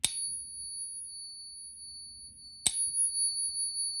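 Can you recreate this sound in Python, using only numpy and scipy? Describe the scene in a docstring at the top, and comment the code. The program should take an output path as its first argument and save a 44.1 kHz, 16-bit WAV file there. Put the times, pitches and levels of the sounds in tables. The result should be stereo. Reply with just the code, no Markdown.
"""A gold coin, clamped at its centre in plastic tongs, is tapped twice with a wooden stick,
close to a phone's two microphones in a small room. Each tap is a clack of stick and tongs with a
low thump; then the coin rings on in two high modes, the upper one beating. The hand sways, so the
lower mode swells and fades differently at each microphone. Soft bumps of the hands follow the taps;
behind it all lie a low room rumble, a faint hiss and two barely audible gliding tones."""
import sys
import numpy as np
from scipy import signal
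from scipy.fft import rfft, irfft
from scipy.io import wavfile
from scipy.ndimage import uniform_filter1d

SR = 44100
rng = np.random.default_rng(int(sys.argv[2]) if len(sys.argv) > 2 else 0)


def generate_wav(sig):
    """Save sig (samples, or channels by samples) to the path in sys.argv[1] as 16-bit PCM at SR."""
    pcm = np.round(np.clip(np.atleast_2d(sig).T, -1, 1) * 32767).astype(np.int16)
    wavfile.write(sys.argv[1], SR, pcm)


N = 176400  # 4 s

# spectra of the room's rumble and of the hiss (frequency [Hz], relative level [dB])
RUMBLE_COLOUR = [(20, -18), (40, -9), (61, 7), (85, -1.5), (150, -9), (260, -8.5), (340, -26.5), (600, -40),
                 (1500, -61.5), (15000, -89.5)]
HISS_COLOUR = [(300, -0.5), (900, -3.5), (1500, -5), (2700, 0.5), (3600, -7.5), (5500, -21), (15000, -31.5)]
# slow drift of the rumble (time [s], relative level [dB])
RUMBLE_DRIFT = [(0, 2.5), (1.2, -2), (1.8, -1.5), (2.302, 4), (2.699, -1.5), (3.2, 3), (4, -3)]
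# contacts of the stick: graze and blow, then graze, blow and rebound
# (time [s], level [dB], top clack mode [Hz], gain of the two bright modes [dB], gain of the crack [dB])
STICK_CONTACTS = [(0.0355, -22, 8880, -10, 2.5), (0.0448, 0, 9190, -3, 0), (2.6577, -16, 7700, 2, -5.5),
                  (2.6659, 0, 9525, 1, 0), (2.6958, -29, 9300, 15.5, -9)]
# spectrum of the crack of wood on metal (frequency [Hz], relative level [dB])
CRACK_COLOUR = [(300, -20.5), (750, -11.5), (1400, -18.5), (2400, -4.5), (3800, -2.5), (5400, -3.5),
                (6900, -6.5), (9000, 7.5), (10800, 3.5), (12800, -7), (14500, -19), (16000, -22.5)]
# short modes of stick and tongs (frequency [Hz], relative level [dB], t60 [s], left over right [dB])
CLACK_MODES = [(2243, -34.5, .04, -11.5), (2650, -37.5, .04, -2.5), (3649, -23.5, 0.053, -2),
               (3727, -29, .06, 3), (3808, -26.5, .05, -3), (3970, -27, .06, -5.5),
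               (4224, -36.5, 0.085, -0.5), (5560, -31, 0.034, 7.5), (6290, -34, .05, 2)]
# decay of the small room (frequency [Hz], t60 [s])
ROOM_DECAY = [(150, 0.44), (800, 0.3134), (2500, 0.46), (5500, 0.2767), (9000, 0.4761), (14000, 0.29)]
# spectrum at the start of the room's tail (frequency [Hz], relative level [dB])
TAIL_COLOUR = [(80, -12.5), (400, -10), (800, 2), (2200, 0), (3500, 2.5), (6000, 6), (8200, -12.5),
               (10500, -10), (12500, -18.5), (15000, -21.5)]
# the coin's lower mode at the two microphones as the hand sways
# (time [s], left level [dB], right level [dB], phase lead of the left [rad])
LOW_MODE_SWAY = [(0.07, -49.8, -49.9, 0.3), (0.27, -39.2, -43.8, -1.0), (0.35, -45.2, -42.7, -2.8),
                 (0.59, -45.2, -44.0, -2.3), (0.67, -60.0, -43.6, -0.2), (0.75, -49.7, -41.7, 1.6),
                 (0.95, -43.6, -49.1, 2.6), (1.11, -46.9, -40.8, 3.7), (1.15, -58.1, -39.6, 3.2),
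                 (1.31, -50.0, -41.4, 1.5), (1.71, -43.3, -45.7, 2.6), (1.95, -59.4, -41.9, 5.8),
                 (2.07, -46.0, -54.1, 7.1), (2.15, -45.5, -54.7, 4.1), (2.27, -45.7, -42.9, 4.1),
                 (2.35, -58.8, -57.0, 3.3), (2.47, -56.9, -43.9, 6.8), (2.63, -57.7, -50.7, 5.9),
                 (2.7, -46.9, -45.4, 7.8), (2.94, -33.7, -35.5, 8.9), (3.18, -34.5, -29.0, 10.0),
                 (3.26, -42.6, -29.1, 10.2), (3.42, -48.0, -34.0, 9.3), (3.5, -40.7, -32.3, 9.2),
                 (3.96, -40.2, -30.0, 9.1)]
# the coin's upper mode before its twin is added (time [s], level [dB])
HIGH_MODE_LEVEL = [(0.06, -42.3), (0.26, -33.5), (0.46, -44.8), (0.82, -39.5), (1.14, -44.7), (1.26, -49.1),
                   (1.34, -47.4), (1.42, -52.7), (1.54, -46.4), (2.38, -52.1), (2.5, -63.5), (2.54, -52.2),
                   (2.63, -58.9), (2.7, -36.5), (2.94, -31.5), (3.3, -33.1), (3.34, -35.4), (3.92, -37.1)]
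# rings set off by the two blows (time [s], strength of the upper mode's twin [0-1])
RING_STARTS = [(0.043, .2), (2.666, .62)]
# soft bumps of the hands (time [s], level [dB], t60 [s])
HAND_BUMPS = [(0.275, -56.5, 0.52), (2.869, -49.5, 0.21), (3.509, -56, .15)]
# spectrum of a bump (frequency [Hz], relative level [dB])
BUMP_COLOUR = [(30, -21), (90, 15.5), (280, -4), (450, -18), (800, -33.5), (1500, -42), (4000, -71)]
# tones in the background (time [s], length [s], start pitch [Hz], end pitch [Hz], level [dB])
FAINT_TONES = [(0.713, 0.11, 925, 965, -82.5), (2.08, 0.39, 511, 470, -80)]

ATTACK_S, FLUTTER_HZ = 0.00078, 60.36
RUMBLE_LIKENESS = 0.87  # left-right correlation of the rumble and the bumps


def amp(db):
    """Decibels to gain."""
    return 10 ** (np.asarray(db) / 20)


def decay(t, db, t60):
    """Gain that starts at db and falls 60 dB every t60 seconds."""
    return amp(db - 60 * t / t60)


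def unit_rms(x):
    """Scales to rms 1."""
    return x / np.sqrt(np.mean(x ** 2) + 1e-20)


def at_hz(table, hz):
    """Reads a table on a log-frequency axis."""
    f, value = np.transpose(table)
    return np.interp(np.log(hz + 1), np.log(f + 1), value)


def pan(db):
    """Gains that put the left microphone db above the right."""
    return amp(np.array([[db], [-db]]) / 2)


def add(mix, start_s, sound):
    """Mixes a stereo sound in at a time."""
    part = mix[:, round(start_s * SR):][:, :sound.shape[1]]
    part += sound[:, :part.shape[1]]


def noise(colour, likeness, size):
    """Coloured stereo noise of rms 1; likeness is the correlation between the microphones."""
    left, other = rng.standard_normal((2, size))
    spectrum = rfft(np.array([left, likeness * left + np.sqrt(1 - likeness ** 2) * other]))
    return unit_rms(irfft(spectrum * amp(at_hz(colour, np.fft.rfftfreq(size, 1 / SR))), size))


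def waver(top_hz):
    """Random wander of rms 1 over the four octaves below top_hz."""
    t = np.arange(N) / SR
    rates = top_hz * np.geomspace(1 / 16, 1, 20)
    return unit_rms(sum(np.sin(2 * np.pi * (hz * t + rng.random())) / np.sqrt(hz) for hz in rates))


def room_tone():
    """The still room: a low rumble that wavers, with a very faint steady hiss."""
    drift_db = np.interp(np.arange(N) / SR, *np.transpose(RUMBLE_DRIFT))
    rumble_db = -68 + drift_db + 1.5 * waver(top_hz=8)
    rumble = amp(rumble_db) * noise(RUMBLE_COLOUR, RUMBLE_LIKENESS, N)
    return rumble + amp(-84.5) * noise(HISS_COLOUR, likeness=0.23, size=N)


def crack(t):
    """Wood meets metal: a sharp burst of noise with a weaker, longer rattle."""
    envelope = np.minimum(t / ATTACK_S, 1) * (decay(t, -6, t60=0.0079) + decay(t, -22.5, t60=0.051))
    burst = envelope * noise(CRACK_COLOUR, likeness=0.98, size=len(t))
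    # even out the burst's chance peaks, then give it back its colour and level
    spectrum = rfft(burst)
    outline = np.sqrt(uniform_filter1d(np.mean(abs(spectrum) ** 2, axis=0), 61))
    colour = amp(at_hz(CRACK_COLOUR, np.fft.rfftfreq(len(t), 1 / SR)))
    smoothed = unit_rms(irfft(spectrum / outline * colour)) * np.std(burst)
    return smoothed * (t < t[-1] / 2)


def clack(t, top_hz, bright_db):
    """Stick and tongs ring briefly, with a dull wooden knock and two bright modes."""
    knock = [(760, -30.5, 0.018, 0)]  # columns as in CLACK_MODES
    bright = [(8180, bright_db - 14, 0.05, 0), (top_hz, bright_db - 4, 0.012, 0)]
    modes = sum(pan(side_db) * decay(t, db, t60) * np.sin(2 * np.pi * (hz * t + rng.random()))
                for hz, db, t60, side_db in CLACK_MODES + knock + bright)
    return np.minimum(t / ATTACK_S, 1) * modes


def thump(t):
    """A low thump with each tap, its pitch falling quickly as it moves from right to centre."""
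    cycles = 1.1 * np.log(1 + t / 0.00052)
    envelope = (1 - np.exp(-t / 0.0022)) * decay(t, -30.5, t60=0.074)
    lean = pan(-10) ** np.exp(-t / 0.00776)
    return lean * envelope * np.sin(2 * np.pi * cycles)


def microphone_spacing(x, lag_s=0.000033):
    """The taps reach the right microphone a little later than the left."""
    delay = np.exp(-2j * np.pi * np.fft.rfftfreq(N, 1 / SR) * lag_s)
    return np.array([x[0], irfft(rfft(x[1]) * delay, N)])


def room_tail(x, rise_s=0.012):
    """The small room answers with a short diffuse tail, each band dying at its own speed."""
    hz, t, bands = signal.stft(rng.standard_normal((2, 32768)), SR, nperseg=256)
    bands = bands * decay(t, at_hz(TAIL_COLOUR, hz)[:, None], at_hz(ROOM_DECAY, hz)[:, None])
    tail = signal.istft(bands, SR, nperseg=256)[1]
    tail *= np.minimum(np.arange(tail.shape[1]) / SR / rise_s, 1)
    return signal.fftconvolve(x.mean(0)[None], tail / np.linalg.norm(tail[0]), axes=1)[:, :N]


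def coin_ring(low_hz=4482.2, high_hz=10393.6, beat_hz=4.9, first_dip_s=0.045, flutter_db=0.88):
    """The coin, close up: two long modes, the upper beating against a close twin."""
    t = np.arange(N) / SR

    def glide(times, values):
        return uniform_filter1d(np.interp(t, times, values), 1500)

    times, left_db, right_db, lead = np.transpose(LOW_MODE_SWAY)
    left = amp(glide(times, left_db)) * np.exp(1j * glide(times, lead))
    right = amp(glide(times, right_db))
    low_carrier = np.exp(2j * np.pi * low_hz * t)
    low = low_carrier * np.array([left, right])
    beat = np.zeros(N, complex)
    for start, twin in RING_STARTS:  # each blow restarts the beat
        beat = np.where(t < start, beat, 1 - twin * np.exp(-2j * np.pi * beat_hz * (t - start - first_dip_s)))
    high = amp(glide(*np.transpose(HIGH_MODE_LEVEL))) * beat * np.exp(2j * np.pi * high_hz * t)
    modes = sum(amp(flutter_db * waver(FLUTTER_HZ)) * mode for mode in (low, high))
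    # loud ringing adds a faint octave of the lower mode and a sum tone
    low_mono = low_carrier * np.sqrt(np.mean(abs(low) ** 2, axis=0))
    overtones = low_mono ** 2 + amp(-7.5) * low_mono * high
    onset = np.clip((t - RING_STARTS[0][0]) / ATTACK_S, 0, 1)
    return np.sqrt(2) * (modes + overtones).real * onset


def hand_bumps(rise_s=0.017):
    """Dull bumps as the hands settle after a blow."""
    out = np.zeros((2, N))
    t = np.arange(16384) / SR
    for start, db, t60 in HAND_BUMPS:
        envelope = np.minimum(t / rise_s, 1) * decay(t, db, t60)
        add(out, start, envelope * noise(BUMP_COLOUR, RUMBLE_LIKENESS, len(t)))
    return out


def faint_tones(wobble_hz=5):
    """Far in the background, two tones swell and fade, one gliding up and one down."""
    out = np.zeros((2, N))
    for start, length, start_hz, end_hz, db in FAINT_TONES:
        progress = np.linspace(0, 1, int(length * SR))
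        wobble = wobble_hz * waver(FLUTTER_HZ)[:len(progress)]
        hz = start_hz + (end_hz - start_hz) * progress ** 2 + wobble
        swell = amp(db) * np.sin(np.pi * progress)
        add(out, start, pan(0) * swell * np.sin(2 * np.pi * np.cumsum(hz) / SR))
    return out


def scene():
    """Taps, coin and hands close to the microphones, with the room behind them."""
    t = np.arange(8192) / SR
    taps = np.zeros((2, N))
    for start, db, top_hz, bright_db, crack_db in STICK_CONTACTS:
        contact = amp(crack_db) * crack(t) + clack(t, top_hz, bright_db) + thump(t)
        add(taps, start, amp(db) * contact)
    taps_in_room = microphone_spacing(taps) + amp(-13.5) * room_tail(taps)
    return taps_in_room + coin_ring() + hand_bumps() + room_tone() + faint_tones()


def record(dry):
    """The phone clips at full scale and cuts the treble above 16.4 kHz."""
    lowpass = signal.firwin(511, 16400, window=("kaiser", 9), fs=SR)
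    return signal.oaconvolve(np.clip(dry, -1, 1), lowpass[None], "same")


dry = scene()
out = record(dry)
generate_wav(out)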